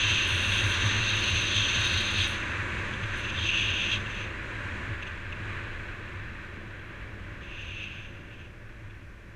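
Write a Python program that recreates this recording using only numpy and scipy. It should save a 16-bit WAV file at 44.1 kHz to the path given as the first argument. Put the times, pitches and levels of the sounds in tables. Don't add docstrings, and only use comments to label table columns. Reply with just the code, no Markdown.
import sys
import numpy as np
from scipy import signal
from scipy.fft import rfft, irfft, next_fast_len
from scipy.io import wavfile
from scipy.ndimage import uniform_filter1d

SR = 44100
rng = np.random.default_rng(int(sys.argv[2]) if len(sys.argv) > 2 else 0)


def gain_from_db(level_db):
    decades = np.asarray(level_db, float) / 20
    return 10 ** decades


def master_out(mix):
    frames = np.transpose(np.atleast_2d(mix))
    ceiling = np.clip(frames, -1, 1)
    pcm = np.round(ceiling * 32767).astype(np.int16)
    wavfile.write(sys.argv[1], SR, pcm)


N = 412335
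HZ = np.arange(2 ** 18 + 1) * SR / 2 ** 19 + 1

# t/s, wheel roar level/dB
ROLLING = [(0.0, -35.5), (0.31, -37.5), (0.65, -34.5), (1.48, -37.5), (1.72, -35.5), (2.42, -37),
           (2.97, -38.5), (3.96, -40), (4.37, -42), (4.79, -40.5), (5.23, -45), (5.5, -42.5), (6.3, -47.5),
           (7.2, -49), (7.97, -51.5), (8.46, -55.5), (9.35, -56.5)]


def unit(x):
    return x / np.sqrt(np.mean(x ** 2))


def columns(table):
    s, *rest = np.transpose(table)
    return [np.interp(np.arange(N) / SR, s, c) for c in rest]


def modes(table, order=2):
    power = 0
    for hz, width, db in table:
        detuning = (HZ - hz ** 2 / HZ) / width
        power = power + gain_from_db(2 * db) / (1 + detuning ** 2) ** order
    return np.sqrt(power)


def slope(table):
    hz, db = np.transpose(table)
    return gain_from_db(np.interp(np.log(HZ), np.log(hz), db, left=-70, right=-70))


def ring(force, gain):
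    cepstrum = irfft(np.log(gain + 1e-7))
    cepstrum[len(HZ):] = 0
    cepstrum[1:len(HZ) - 1] *= 2
    response = np.exp(rfft(cepstrum))
    sound = irfft(rfft(force, len(cepstrum)) * response)[:N]
    return sound / np.sqrt(np.mean(gain ** 2))


def walk(rate):
    k = int(SR / rate)
    held = np.repeat(rng.standard_normal(N // k + 1), k)[:N]
    return unit(uniform_filter1d(uniform_filter1d(held, k), k))


def grain(scatter_db):
    size_db = scatter_db * np.minimum(rng.exponential(size=N), 4)
    return unit(rng.standard_normal(N) * gain_from_db(size_db))


def steadied(x, share):
    envelope = np.abs(signal.hilbert(x, next_fast_len(N))[:N])
    return unit(x / (envelope + .1) ** share)


def bursts(events, length):
    starts, width = np.zeros(N), length * SR
    for s, db in events:
        starts[int(s * SR + width / 2)] += gain_from_db(db)
    reach = int(2 * width)
    bell = np.exp(-(2 * np.arange(-reach, reach + 1) / width) ** 2)
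    return np.abs(signal.oaconvolve(starts, bell, "same"))


def follow(full_db, per_db):
    return full_db + per_db * (columns(ROLLING)[0] + 36)


def gust(share_db, per_db):
    # t/s, strength/dB, sharpness/dB
    headwind = [(0.0, -29.5, -5.5), (0.14, -29.5, -4.5), (0.33, -31.5, -4.5), (0.52, -32.5, -4.5),
                (0.59, -29, -8), (0.65, -34.5, -3), (1.36, -32, -2.5), (1.49, -32.5, -2.5), (1.73, -31, -4),
                (1.85, -33.5, 1), (2.14, -33.5, -2), (2.245, -34, 1.5), (2.295, -39, -3), (2.39, -43.5, -5),
                (2.52, -49.5, -4.5), (2.7, -62, -1), (2.91, -48, -14), (3.11, -50, -9)]
    # t/s, strength/dB, sharpness/dB
    later = [
        [(3.11, -51, -7), (3.16, -44, -4), (3.34, -42.5, -11), (3.4, -39.5, -8), (3.425, -35, -7),
         (3.465, -28, -14), (3.82, -31, -13.5), (3.962, -31.5, -9.5), (4.0, -50, -14)],
        [(4.0, -36, -14), (4.03, -57, -4), (4.12, -44, -10), (4.21, -44, -8), (4.32, -56, -16), (4.5, -88, -10)],
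        [(7.2, -90, -11), (7.4, -64, -7), (7.43, -53, -19), (7.61, -43.5, -17), (7.66, -45.5, -18),
         (7.84, -40.5, -19), (7.89, -45.5, -20), (8.0, -48.5, -16), (8.21, -58, -16)],
        [(8.23, -61, -21), (8.41, -54.5, -18), (8.435, -61, -17), (8.455, -56.5, -17), (8.53, -76, -12),
         (8.6, -83, -10)],
    ]
    db, sharp_db = columns(headwind + sum(later, []))
    return gain_from_db(db + share_db + per_db * sharp_db)


def jets(table):
    t = np.arange(N) / SR
    attack_s, release_s = 0.012, 0.027
    flow = np.zeros(N)
    for s, length, db in table:
        onset = np.clip((t - s) / attack_s, 0, 1)
        decay = np.exp(-np.maximum(t - s - length, 0) / release_s)
        flow += gain_from_db(db) * onset * decay
    return flow


def wheels_and_tread():
    # f/Hz, width/Hz, level/dB
    wheel_modes = [(888, 77, -9.5), (990, 65.45, -4.5), (1092.5, 216, -6.5), (1194, 210, -5),
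                   (1405, 98, -5.5), (1557.4, 257, 1), (1736.6, 380, 0.5), (2004, 510, -6.5),
                   (2332, 590, -4), (2600, 470, -7), (3300, 340, -14), (3960, 390, -18.5)]
    # f/Hz, level/dB per Hz
    tread_spectrum = [(3500, 10), (4600, -1), (5200, -5), (6300, 4), (7600, 0.5), (8600, -5.5), (9500, -6),
                      (10500, -15.5), (11500, -23), (13000, -26), (15300, -40.5)]
    patch_db = .5 * walk(7.6)

    wheel_gain = modes(wheel_modes, order=1.7) / (1 + (HZ / 7000) ** 4)
    roar_db = columns(ROLLING)[0] + 2.5 + patch_db + 0.39 * walk(25)
    wheels = gain_from_db(roar_db) * ring(grain(1.45), wheel_gain)

    strength = gain_from_db(follow(-62, 1.4)) + gust(-34.5, 1.6)
    texture_db = 7.0 + patch_db + 0.54 * walk(21)
    tread = strength * gain_from_db(texture_db) * ring(grain(1.5), slope(tread_spectrum))
    return wheels + tread


def deck():
    # f/Hz, width/Hz, level/dB
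    boom_modes = [(103.2, 17.7, -2), (84.4, 17.2, -6.5)]
    # f/Hz, width/Hz, level/dB
    body_modes = [(151, 91, -9), (205.2, 31.3, -1), (263, 90, -8), (334.75, 47, -3), (406, 204, -10.5),
                  (523, 50, -12), (580.6, 51, -7.5), (713, 111.4, -19.5), (790, 101.46, -21)]
    # t/s, level over the rolling boom/dB
    boom_swells = [(0.03, -3), (0.11, 2), (0.3, 5.5), (0.45, 3), (0.62, 6.5), (0.82, 8), (0.95, 2), (1.12, -2),
                   (1.3, 7), (1.55, 0), (1.74, 1), (1.92, 7.5), (2.15, 5.5), (2.52, -3), (2.77, -6), (2.99, 5.5),
                   (3.36, 2), (3.66, 1), (3.95, 1), (4.6, -15), (4.87, 4.5), (5.04, -16), (5.26, -2), (5.4, -7),
                   (5.51, -2), (5.64, -4), (6.12, -1), (7.68, 1), (7.95, -2), (8.82, 3)]
    swing = 1 + bursts(boom_swells, length=0.085)
    boom = gain_from_db(follow(-39, 0.61)) * swing * steadied(ring(grain(1.5), modes(boom_modes)), share=.5)
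    body_db = follow(-41.5, .67) + 0.5 * walk(6)
    body = gain_from_db(body_db) * ring(grain(1.2), modes(body_modes, order=1.4))
    return boom + body


def whistle():
    # f/Hz, width/Hz, level/dB
    slot = [(2693, 374, 0)]
    cavity = [(6247, 420, 1.5), (5870, 300, -9.5), (7783.4, 620, -21), (8200, 638, -29), (9277.5, 700, -31),
              (10267, 430, -26), (11501, 1200, -42.5), (12300, 700, -42), (13000, 500, -36.5)]
    hollows = [(3188, 153, 0.24), (3437, 540, -1.9)]
    rim = [(2110, 310, -12), (3792, 230, 0.5), (4210, 185, -5), (4590, 490, -19), (4890, 271.3, -22.5)]
    lip_tone = [(2540, 490, 0.0045)]
    # share/dB, slope/dB per dB of sharpness
    gust_share = [
        (0, 0),
        (-8, 0.68),
        (-1.5, 0.43),
        (-1.5, 1.36),
    ]
    # t/s, peak level/dB
    puffs = [(2.178, -32), (3.2466, -36), (3.2923, -31), (2.78, -42), (2.93, -38), (3.03, -38), (4.06, -42),
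             (4.235, -40), (5.022, -32.5), (5.068, -35), (5.3179, -36), (6.79, -48), (8.8998, -52)]
    puff_share = [
        -4.5,
        -26,
        -13,
        -29,
    ]
    # t/s, hold/s, level/dB
    swirls = [(0.0, 0.092, -45), (1.505, 0.13, -36.5), (2.17, 0.085, -39.5), (3.355, 0.071, -40),
              (3.57, 0.13, -43), (3.75, 0.09, -44), (3.91, 0.029, -38)]

    flutter_db = 0.25 * walk(22.162) + 0.91 * walk(70)
    steady = np.array([gust(*share) * gain_from_db(0.54 * walk(8)) for share in gust_share])
    gusts = steady + gain_from_db(puff_share)[:, None] * bursts(puffs, length=0.014)
    gusts[2] += jets(swirls)
    air = [blow * gain_from_db(flutter_db + 0.3533 * walk(35)) * grain(2.2) for blow in gusts]

    lip_strength = np.minimum(gain_from_db(-2.5) * gusts[0], gain_from_db(-23) * gusts[0] ** 0.5926)
    lip = lip_strength * gain_from_db(flutter_db) * grain(2.2)
    parts = (slot, cavity, hollows, rim, lip_tone)
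    return sum(ring(force, modes(part)) for force, part in zip(air + [lip], parts))


def edge_hiss():
    # f/Hz, level/dB per Hz
    hiss_spectrum = [(6500, -18), (8200, -1), (9200, 3.5), (10300, -4), (11500, -8.5), (12800, -9),
                     (14200, -23), (15500, -23)]
    # t/s, hold/s, level/dB
    held_jets = [
        (0.06, 0.22, -69),
        (0.268, 0.47, -59.5),
        (0.8, 0.09, -70),
        (1.79, 0.53, -75),
        (2.005, 0.04, -69),
        (2.19, 0.037, -78),
        (2.268, 0.045, -59.5),
        (3.165, 0.018, -63),
        (5.53, 0.03, -91),
    ]
    # t/s, peak level/dB
    spits = [(0.8606, -61), (0.9656, -62), (1.0205, -63.5), (1.0948, -55), (1.14, -64.5), (1.1606, -54.5),
             (1.1848, -60), (1.2036, -54), (1.2359, -54), (1.26, -65.5), (1.2805, -56.5), (1.2983, -54),
             (1.344, -54.5), (1.3911, -61.5), (1.4098, -56.5), (1.4455, -61.5), (1.4693, -58),
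             (1.5571, -60), (1.8009, -56), (1.8486, -55), (1.8743, -58), (1.8905, -57), (1.9317, -54.5),
             (1.9718, -57), (2.0035, -54), (2.1115, -56.5), (2.1341, -57.5), (2.1767, -63), (2.204, -63),
             (2.2712, -58)]
    seep = gust(-38, 2.6)
    flow = (jets(held_jets) + seep) * gain_from_db(3.5 + 0.83 * walk(60))
    spitting = gain_from_db(-.6) * bursts(spits, length=0.01)
    return ring((flow + spitting) * grain(1.5), slope(hiss_spectrum))


def eddies():
    # f/Hz, level/dB per Hz
    thump_spectrum = [(8, -11), (20, 0.5), (35, -2.5), (60, -3.5), (90, -8), (200, -18)]
    level_db = follow(-41, .33) + 0.5 * walk(4)
    return gain_from_db(level_db) * steadied(ring(grain(0.41), slope(thump_spectrum)), share=.3)


def microphone_hiss():
    # f/Hz, level/dB per Hz
    self_spectrum = [(2500, -7), (3500, -6), (5900, -2), (8000, -8), (11000, -12), (12800, -16.5),
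                     (13500, -15), (14800, -16), (15300, -23)]
    return gain_from_db(-72.5) * ring(rng.standard_normal(N), slope(self_spectrum))


def scene():
    board = wheels_and_tread() + deck()
    wind = whistle() + edge_hiss() + eddies()
    return (board + wind + microphone_hiss())[None]


def top_cut(x):
    return signal.sosfilt(signal.butter(12, 15210, fs=SR, output="sos"), x)


def record(dry):
    low_pass = signal.ellip(7, .3, 16, 15120, fs=SR, output="sos")
    trimmed = signal.sosfilt(low_pass, dry)
    return top_cut(trimmed)


dry = scene()
out = record(dry)
master_out(out)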